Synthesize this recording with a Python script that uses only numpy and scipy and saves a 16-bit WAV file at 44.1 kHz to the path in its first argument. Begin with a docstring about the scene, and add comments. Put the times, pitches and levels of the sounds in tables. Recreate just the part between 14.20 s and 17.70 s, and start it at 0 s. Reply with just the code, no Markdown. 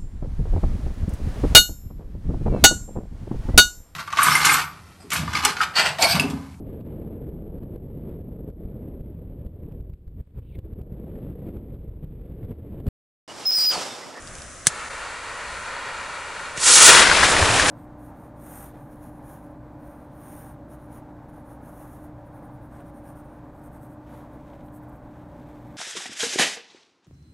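"""Quiet woods, a stereo microphone held close to a tree stump: faint rumble, hiss and a softly rubbing sleeve.
A glove ticks on a jet lighter, the trigger snaps, and a turbulent flame, made of shaped noise, roars.
The trigger lets go and a firework fuse catches: noise and tiny sparks sizzle and flare, with damped swings as pops.
The flat stump mirrors both flames as a close delayed echo, which hollows their tone.
The person holding the microphone backs away: soft thuds of the feet over rustling grains of fallen leaves."""
import sys
import numpy as np
from scipy import signal
from scipy.fft import rfft, irfft
from scipy.io import wavfile
from scipy.ndimage import uniform_filter1d, map_coordinates

SR = 44100
rng = np.random.default_rng(int(sys.argv[2]) if len(sys.argv) > 2 else 0)


def digitize_waveform(pressure):
    """Quantize a signal to 16-bit integers and store it at the path in sys.argv[1].

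    Rows of a 2-D input are taken as channels; values are limited to [-1, 1].
    """
    field = np.atleast_2d(pressure).T
    bounded = np.clip(field, -1, 1)
    quanta = np.round(bounded * 32767).astype(np.int16)
    wavfile.write(sys.argv[1], SR, quanta)


N = 154350  # samples, 3.5 s

# Spectrum of the woods' rumble and hiss. Each row: frequency in Hz, relative density in dB per Hz.
WOODS_SPECTRUM = [(25, -3), (70, 1), (130, -7), (250, -9.5), (450, -12), (620, -5), (900, -18), (1150, -8),
                  (1600, -9), (2300, -15.5), (4500, -22.5), (6000, -14), (7100, -15.5), (8300, -16),
                  (9600, -17.5), (11000, -20.5)]
WOODS_DB, WOODS_WAVER_DB = -42.5, 1.0

# Spectrum of the sleeve and glove rubbing. Each row: frequency in Hz, relative density in dB per Hz.
SLEEVE_SPECTRUM = [(25, -4), (75, -3), (130, -4), (300, -10), (700, -13), (1600, -15), (4000, -31),
                   (11000, -33)]
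SLEEVE_DB, HAND_STILL_S = -46.5, 0.2

# Glove ticks on the lighter. Each row: start in seconds, level in dB, pitch in Hz.
GLOVE_TICKS = [(.0228, -38, 6000), (.0735, -33, 4500), (.0785, -36, 4500), (.085, -36, 5000),
               (.153, -32, 5000), (.184, -35, 9000), (.2195, -29, 5600), (.4635, -24, 1700)]
TICK_DECAY_S = 0.0015

# Trigger snaps: igniter, its rebound, release.
# Each row: start in seconds, level of the snap in dB, level of the hand's thump in dB.
TRIGGER_SNAPS = [(.469, 3.5, -21), (0.4705, -22, -48), (2.3752, -22.5, -32)]
THUMP_HZ, THUMP_RISE_S, THUMP_LAG_S = 144, 0.003, 0.00155

# Ringing modes of the lighter body. Each row: frequency in Hz, level in dB, time to fall 60 dB in seconds.
LIGHTER_MODES = [(1720, -14.5, 0.022), (2120, -12, 0.012), (3680, -16, .02), (6390, -6, 0.01),
                 (7010, -15.5, 0.039), (8150, -2, 0.0078), (9520, -9.5, 0.016)]
CRACK_DB, CRACK_DECAY_S = -12, 0.00083
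SCATTER_DB, SCATTER_DECAY_S = -14.5, 0.008

# Spectrum of the lighter flame. Each row: frequency in Hz, relative density in dB per Hz.
JET_SPECTRUM = [(100, -36), (250, -18), (400, -12), (560, -3.5), (750, -6), (1050, -0.5), (1400, 0),
                (1900, -3), (2500, -6.5), (3200, -14), (4500, -14), (6000, -29), (7800, -19.5),
                (9300, -41.5), (11000, -33)]
JET_DB, JET_FLUTTER_DB = -34, 0.8
JET_ON_S, JET_RISE_S, JET_OFF_S, JET_FALL_S = 0.452, 0.037, 2.38, 0.037
GAS_DB, GAS_DECAY_S = -44, 0.59  # extra gas hiss while the flame settles
DIP_S, DIP_WIDTH_S, DIP_DB = 0.693, 0.0061, -16

# Echo off the stump. Each row: time in seconds, delay in milliseconds, gain as a ratio to the direct sound.
STUMP_ECHO = [(.5, 2.28, 0.3), (1.1, 2.11, 0.25), (2.4, 2.14, 0.35), (2.63, 2.14, 0.26), (2.8, 2.08, 0.2),
              (3.05, 1.64, 0.085), (3.5, 1.64, 0.033)]

# Course of the burning fuse, before the overall trims below.
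# Each row: time in seconds, level of the roar in dB, level of the sizzle in dB.
FUSE_COURSE = [(2.385, -35, -35.5), (2.443, -27, -19), (2.497, -19.5, -13.5), (2.551, -20, -9),
               (2.593, -14.5, -12.5), (2.667, -12.5, -6.5), (2.689, -9, -11), (2.803, -11, -18),
               (2.867, -17, -26), (2.873, -16, -25.5), (3.009, -17.5, -27.5), (3.039, -15.5, -25.5),
               (3.115, -20.5, -24), (3.137, -20.5, -29.5), (3.381, -20.5, -27.5), (3.395, -19, -25.5),
               (3.451, -21.5, -29.5), (3.49, -18.5, -23)]
ROAR_TRIM_DB, SIZZLE_TRIM_DB, FUSE_RISE_S = -1, -0.5, 0.033
SPUTTER_DB, SPARK_DB, SPARKS_PER_S = 1.14, -11.5, 1700

# Spectrum of the fuse's roar. Each row: frequency in Hz, relative density in dB per Hz.
ROAR_SPECTRUM = [(60, -20), (250, -7.5), (520, -5), (750, -4.5), (1100, 1.5), (1500, 2.5), (2400, -1.5),
                 (3500, -4.5), (5500, -9), (11000, -32)]
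# Spectrum of the fuse's sizzle. Each row: frequency in Hz, relative density in dB per Hz.
SIZZLE_SPECTRUM = [(1000, -43), (2500, -6), (3700, -2.5), (5200, -0.5), (7300, 3.5), (9000, 0.5),
                   (11000, -3.5)]
ROAR_BAND, SIZZLE_BAND = (900, 3000), (6000, 11000)  # Hz, where each level is set

# Pops of the burning fuse. Each row: time in seconds, level in dB, pitch in Hz.
FUSE_POPS = [(2.871, -7, 1560), (2.899, -6.5, 1600), (2.915, -5, 1500), (3.0334, -8.5, 1660),
             (3.13, -19, 1720), (3.167, -8, 1890), (3.226, -10, 1010), (3.292, -14, 2430),
             (3.398, -6.5, 1700)]
POP_RISE_S, POP_CRACK_DB = 0.00119, -5.5

# Direction of the fuse as the microphone turns away. Each row: time in seconds, left minus right in dB.
FUSE_DIRECTION = [(2.4, -1.1), (2.68, 0.5), (2.8, 2), (3.0, 2.5), (3.12, 0), (3.5, 0.5)]

# Spectrum of the leaves and clothing. Each row: frequency in Hz, relative density in dB per Hz.
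RUSTLE_SPECTRUM = [(25, 0.5), (90, 0.5), (200, -6), (500, -1), (900, 0.5), (1800, -19), (4000, -22),
                   (11000, -17)]
RUSTLE_DB, RUSTLE_WAVER_DB, LEAF_GRAINS_PER_S = -25, 1.0, 1200
MOVE_S, MOVE_RISE_S = 2.615, 0.41

# Footfalls and jolts. Each row: start in seconds, level in dB, pitch in Hz.
FOOTFALLS = [(3.134, -34, 96), (3.218, -13.5, 90), (3.298, -20.5, 105), (3.335, -24, 108), (3.412, -22, 64)]
STEP_RISE_S = 0.0083

# Diffuse share in the two channels. Each row: frequency in Hz, share in dB.
DIFFUSE_SHARE = [(50, -25), (200, -12), (1300, -19.5), (4000, -15), (7500, -11), (11000, -11.5)]
# Unlike microphone ports. Each row: frequency in Hz, left minus right in dB.
MIC_PORT_BALANCE = [(100, 1.5), (500, -1.5), (1200, 0), (2500, 1.9), (4500, 2), (8000, -1.5), (11000, 1)]
BAND_HZ, TOP_HZ = 11030, 15800  # cutoffs before and after the overload


def undb(db):
    """Decibels to gain."""
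    return 10 ** (np.asarray(db) / 20)


def clock():
    """Time of every sample, in seconds."""
    return np.arange(N) / SR


def frequencies():
    """Frequency of every spectral bin, in Hz."""
    return np.arange(N // 2 + 1) * SR / N


def curve(table, axis):
    """One column of a table, joined by straight lines in time."""
    rows = np.array(table)
    return np.interp(clock(), rows[:, 0], rows[:, axis])


def unit(x):
    """Scale to rms 1."""
    return x / np.sqrt(np.mean(x ** 2))


def gains(points):
    """Gain at every frequency, joining (Hz, dB) points along a log frequency axis."""
    hz, db = np.array(points).T
    return undb(np.interp(np.log(frequencies() + 1), np.log(hz), db))


def shaped(x, points, band=(20, BAND_HZ)):
    """Colour a white signal so that the given band alone carries its original rms."""
    gain, hz = gains(points), frequencies()
    in_band = (hz > band[0]) * (hz < band[1])
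    band_rms = np.sqrt(np.mean(gain ** 2 * in_band))
    return irfft(rfft(x) * gain / band_rms, N)


def noise():
    """White noise of rms 1."""
    return rng.standard_normal(N)


def spread(mid, side):
    """Two channels: a direct part in both, and a filtered diffuse part of opposite sign."""
    diffuse = irfft(rfft(side) * gains(DIFFUSE_SHARE), N)
    return mid + diffuse * np.array([[1], [-1]])


def walk(rate):
    """Smooth random wander of rms 1: noise averaged twice over 1/rate seconds."""
    width = max(int(SR / rate), 2)
    return unit(uniform_filter1d(uniform_filter1d(noise(), width), width))


def grains(rate, scatter_db):
    """Sparse clicks, rate per second, of very unequal size and random sign."""
    size = undb(scatter_db * np.minimum(rng.exponential(size=N), 4))
    struck = rng.random(N) < rate / SR
    return unit(struck * size * np.sign(noise()))


def resonate(x, hz, width_hz):
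    """One resonance."""
    b, a = signal.iirpeak(min(hz, SR / 2 - 1), hz / width_hz, SR)
    return signal.lfilter(b, a, x)


def fade(start, decay):
    """Sudden start and exponential decay."""
    age = clock() - start
    return (age >= 0) * np.exp(-np.clip(age / decay, 0, 50))


def thud(start, hz, rise):
    """A heavily damped swing whose envelope starts softly and peaks after the rise time."""
    age = np.maximum(clock() - start, 0)
    return age / rise * np.exp(1 - age / rise) * np.sin(2 * np.pi * hz * age)


def woods(diffuse_db=5):
    """Faint outdoor rumble and hiss: wide, slowly wavering noise from all around."""
    level = undb(WOODS_DB + WOODS_WAVER_DB * walk(5))
    return level * shaped(spread(noise(), undb(diffuse_db) * noise()), WOODS_SPECTRUM)


def sleeve():
    """Sleeve and glove rub softly, as dull noise, until the hand reaches the fuse."""
    reaching = np.clip((HAND_STILL_S - clock()) / 0.03 + 1, 0, 1)  # fades over the next 30 ms
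    return undb(SLEEVE_DB) * reaching * shaped(spread(noise(), noise()), SLEEVE_SPECTRUM)


def trigger():
    """Glove ticks are short resonant bursts; trigger snaps crack, ring the body's modes and jolt the hand."""
    t, out = clock(), 0
    for start, db, hz in GLOVE_TICKS:
        tick = unit(resonate(spread(noise(), noise()), hz, hz * 1.3))
        out = out + undb(db) * fade(start, TICK_DECAY_S) * tick
    for start, db, thump_db in TRIGGER_SNAPS:
        ring = 0
        for hz, mode_db, t60 in LIGHTER_MODES:
            swing = np.sin(2 * np.pi * hz * (t - start))
            ring = ring + undb(mode_db) * fade(start, t60 / np.log(1000)) * swing
        burst = undb(CRACK_DB) * fade(start, CRACK_DECAY_S)
        scatter = undb(SCATTER_DB) * fade(start, SCATTER_DECAY_S)
        crack = (burst + scatter) * shaped(spread(noise(), noise()), SIZZLE_SPECTRUM)
        thump = undb(thump_db) * thud(start + THUMP_LAG_S, THUMP_HZ, THUMP_RISE_S)
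        out = out + undb(db) * (ring + crack) + thump
    return out


def jet():
    """The lighter's turbulent flame: fluttering noise builds, holds and stops; its level dips briefly once."""
    t = clock()
    rise = 1 - np.exp(-np.maximum(t - JET_ON_S, 0) / JET_RISE_S)
    fall = np.clip((JET_OFF_S - t) / JET_FALL_S + 1, 0, 1)
    level = undb(JET_DB + JET_FLUTTER_DB * walk(19))
    flame = level * rise * fall * shaped(spread(noise(), noise()), JET_SPECTRUM)
    gas_level = undb(GAS_DB) * fade(JET_ON_S, GAS_DECAY_S)
    gas = gas_level * shaped(spread(noise(), noise()), SIZZLE_SPECTRUM)
    dip = undb(DIP_DB * np.exp(-((t - DIP_S) / DIP_WIDTH_S) ** 2))
    return (flame + gas) * dip


def stump(x):
    """The flat stump returns a close echo, which fades as the microphone retreats."""
    place = np.arange(N) - curve(STUMP_ECHO, axis=1) * SR / 1000  # delayed position in samples
    gain = curve(STUMP_ECHO, axis=2)
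    echo = np.array([map_coordinates(channel, [place], order=3) for channel in x])
    return (x + gain * echo) / np.hypot(1, gain)


def burning_gas():
    """White noise of streaming gas, full of tiny spark clicks."""
    sparks = undb(SPARK_DB) * grains(SPARKS_PER_S, scatter_db=3)
    return spread(noise() + sparks, undb(-0.5) * noise())


def fuse_pops():
    """Each pop is a heavily damped swing with a crack of noise."""
    crack = undb(POP_CRACK_DB) * shaped(noise(), ROAR_SPECTRUM)
    out = 0
    for peak, db, hz in FUSE_POPS:
        swing = thud(peak - POP_RISE_S, hz, POP_RISE_S)
        out = out + undb(db) * (swing + crack * fade(peak, 2 * POP_RISE_S))
    return out


def fuse():
    """Burning powder: a sputtering roar of gas, a sizzle full of tiny sparks, and a few pops."""
    lit = np.clip((clock() - FUSE_COURSE[0][0]) / FUSE_RISE_S + 1, 0, 1)  # full at the first row
    sputter = SPUTTER_DB * walk(91)
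    roar_level = undb(ROAR_TRIM_DB + curve(FUSE_COURSE, axis=1) + sputter)
    roar = roar_level * shaped(burning_gas(), ROAR_SPECTRUM, ROAR_BAND)
    sizzle_level = undb(SIZZLE_TRIM_DB + curve(FUSE_COURSE, axis=2) + 0.64 * sputter)
    sizzle = sizzle_level * shaped(burning_gas(), SIZZLE_SPECTRUM, SIZZLE_BAND)
    pan = undb(curve(FUSE_DIRECTION, axis=1) * np.array([[0.5], [-0.5]]))
    return (lit * (roar + sizzle) + fuse_pops()) * pan


def retreat():
    """Feet thud on soft ground as damped swings; leaves and clothing rustle as noise and grains."""
    moving = np.clip((clock() - MOVE_S) / MOVE_RISE_S, 0, 1)
    leaves = undb(-4) * grains(LEAF_GRAINS_PER_S, scatter_db=7)
    crunch = spread(noise() + leaves, undb(4.5) * noise())
    level = undb(RUSTLE_DB + RUSTLE_WAVER_DB * walk(40))
    rustle = level * moving * shaped(crunch, RUSTLE_SPECTRUM)
    feet = sum(undb(db) * thud(start, hz, STEP_RISE_S) for start, db, hz in FOOTFALLS)
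    return rustle + feet


def scene():
    """The woods and the handling, both flames over the stump, and the steps."""
    return woods() + sleeve() + trigger() + stump(jet() + fuse()) + retreat()


def record(dry):
    """Two slightly unlike microphone ports, a narrow band, and overload on the loudest peaks."""
    tilt = np.sqrt(gains(MIC_PORT_BALANCE))  # half the difference to each port
    heard = irfft(rfft(dry) * np.array([tilt, 1 / tilt]), N)
    band_filter = signal.ellip(14, 0.1, 85, BAND_HZ, fs=SR, output="sos")
    overloaded = np.clip(signal.sosfilt(band_filter, heard), -1, 1)
    top_filter = signal.ellip(8, 0.1, 50, TOP_HZ, fs=SR, output="sos")  # trims the overload's harmonics
    return signal.sosfilt(top_filter, overloaded)


dry = scene()
out = record(dry)
digitize_waveform(out)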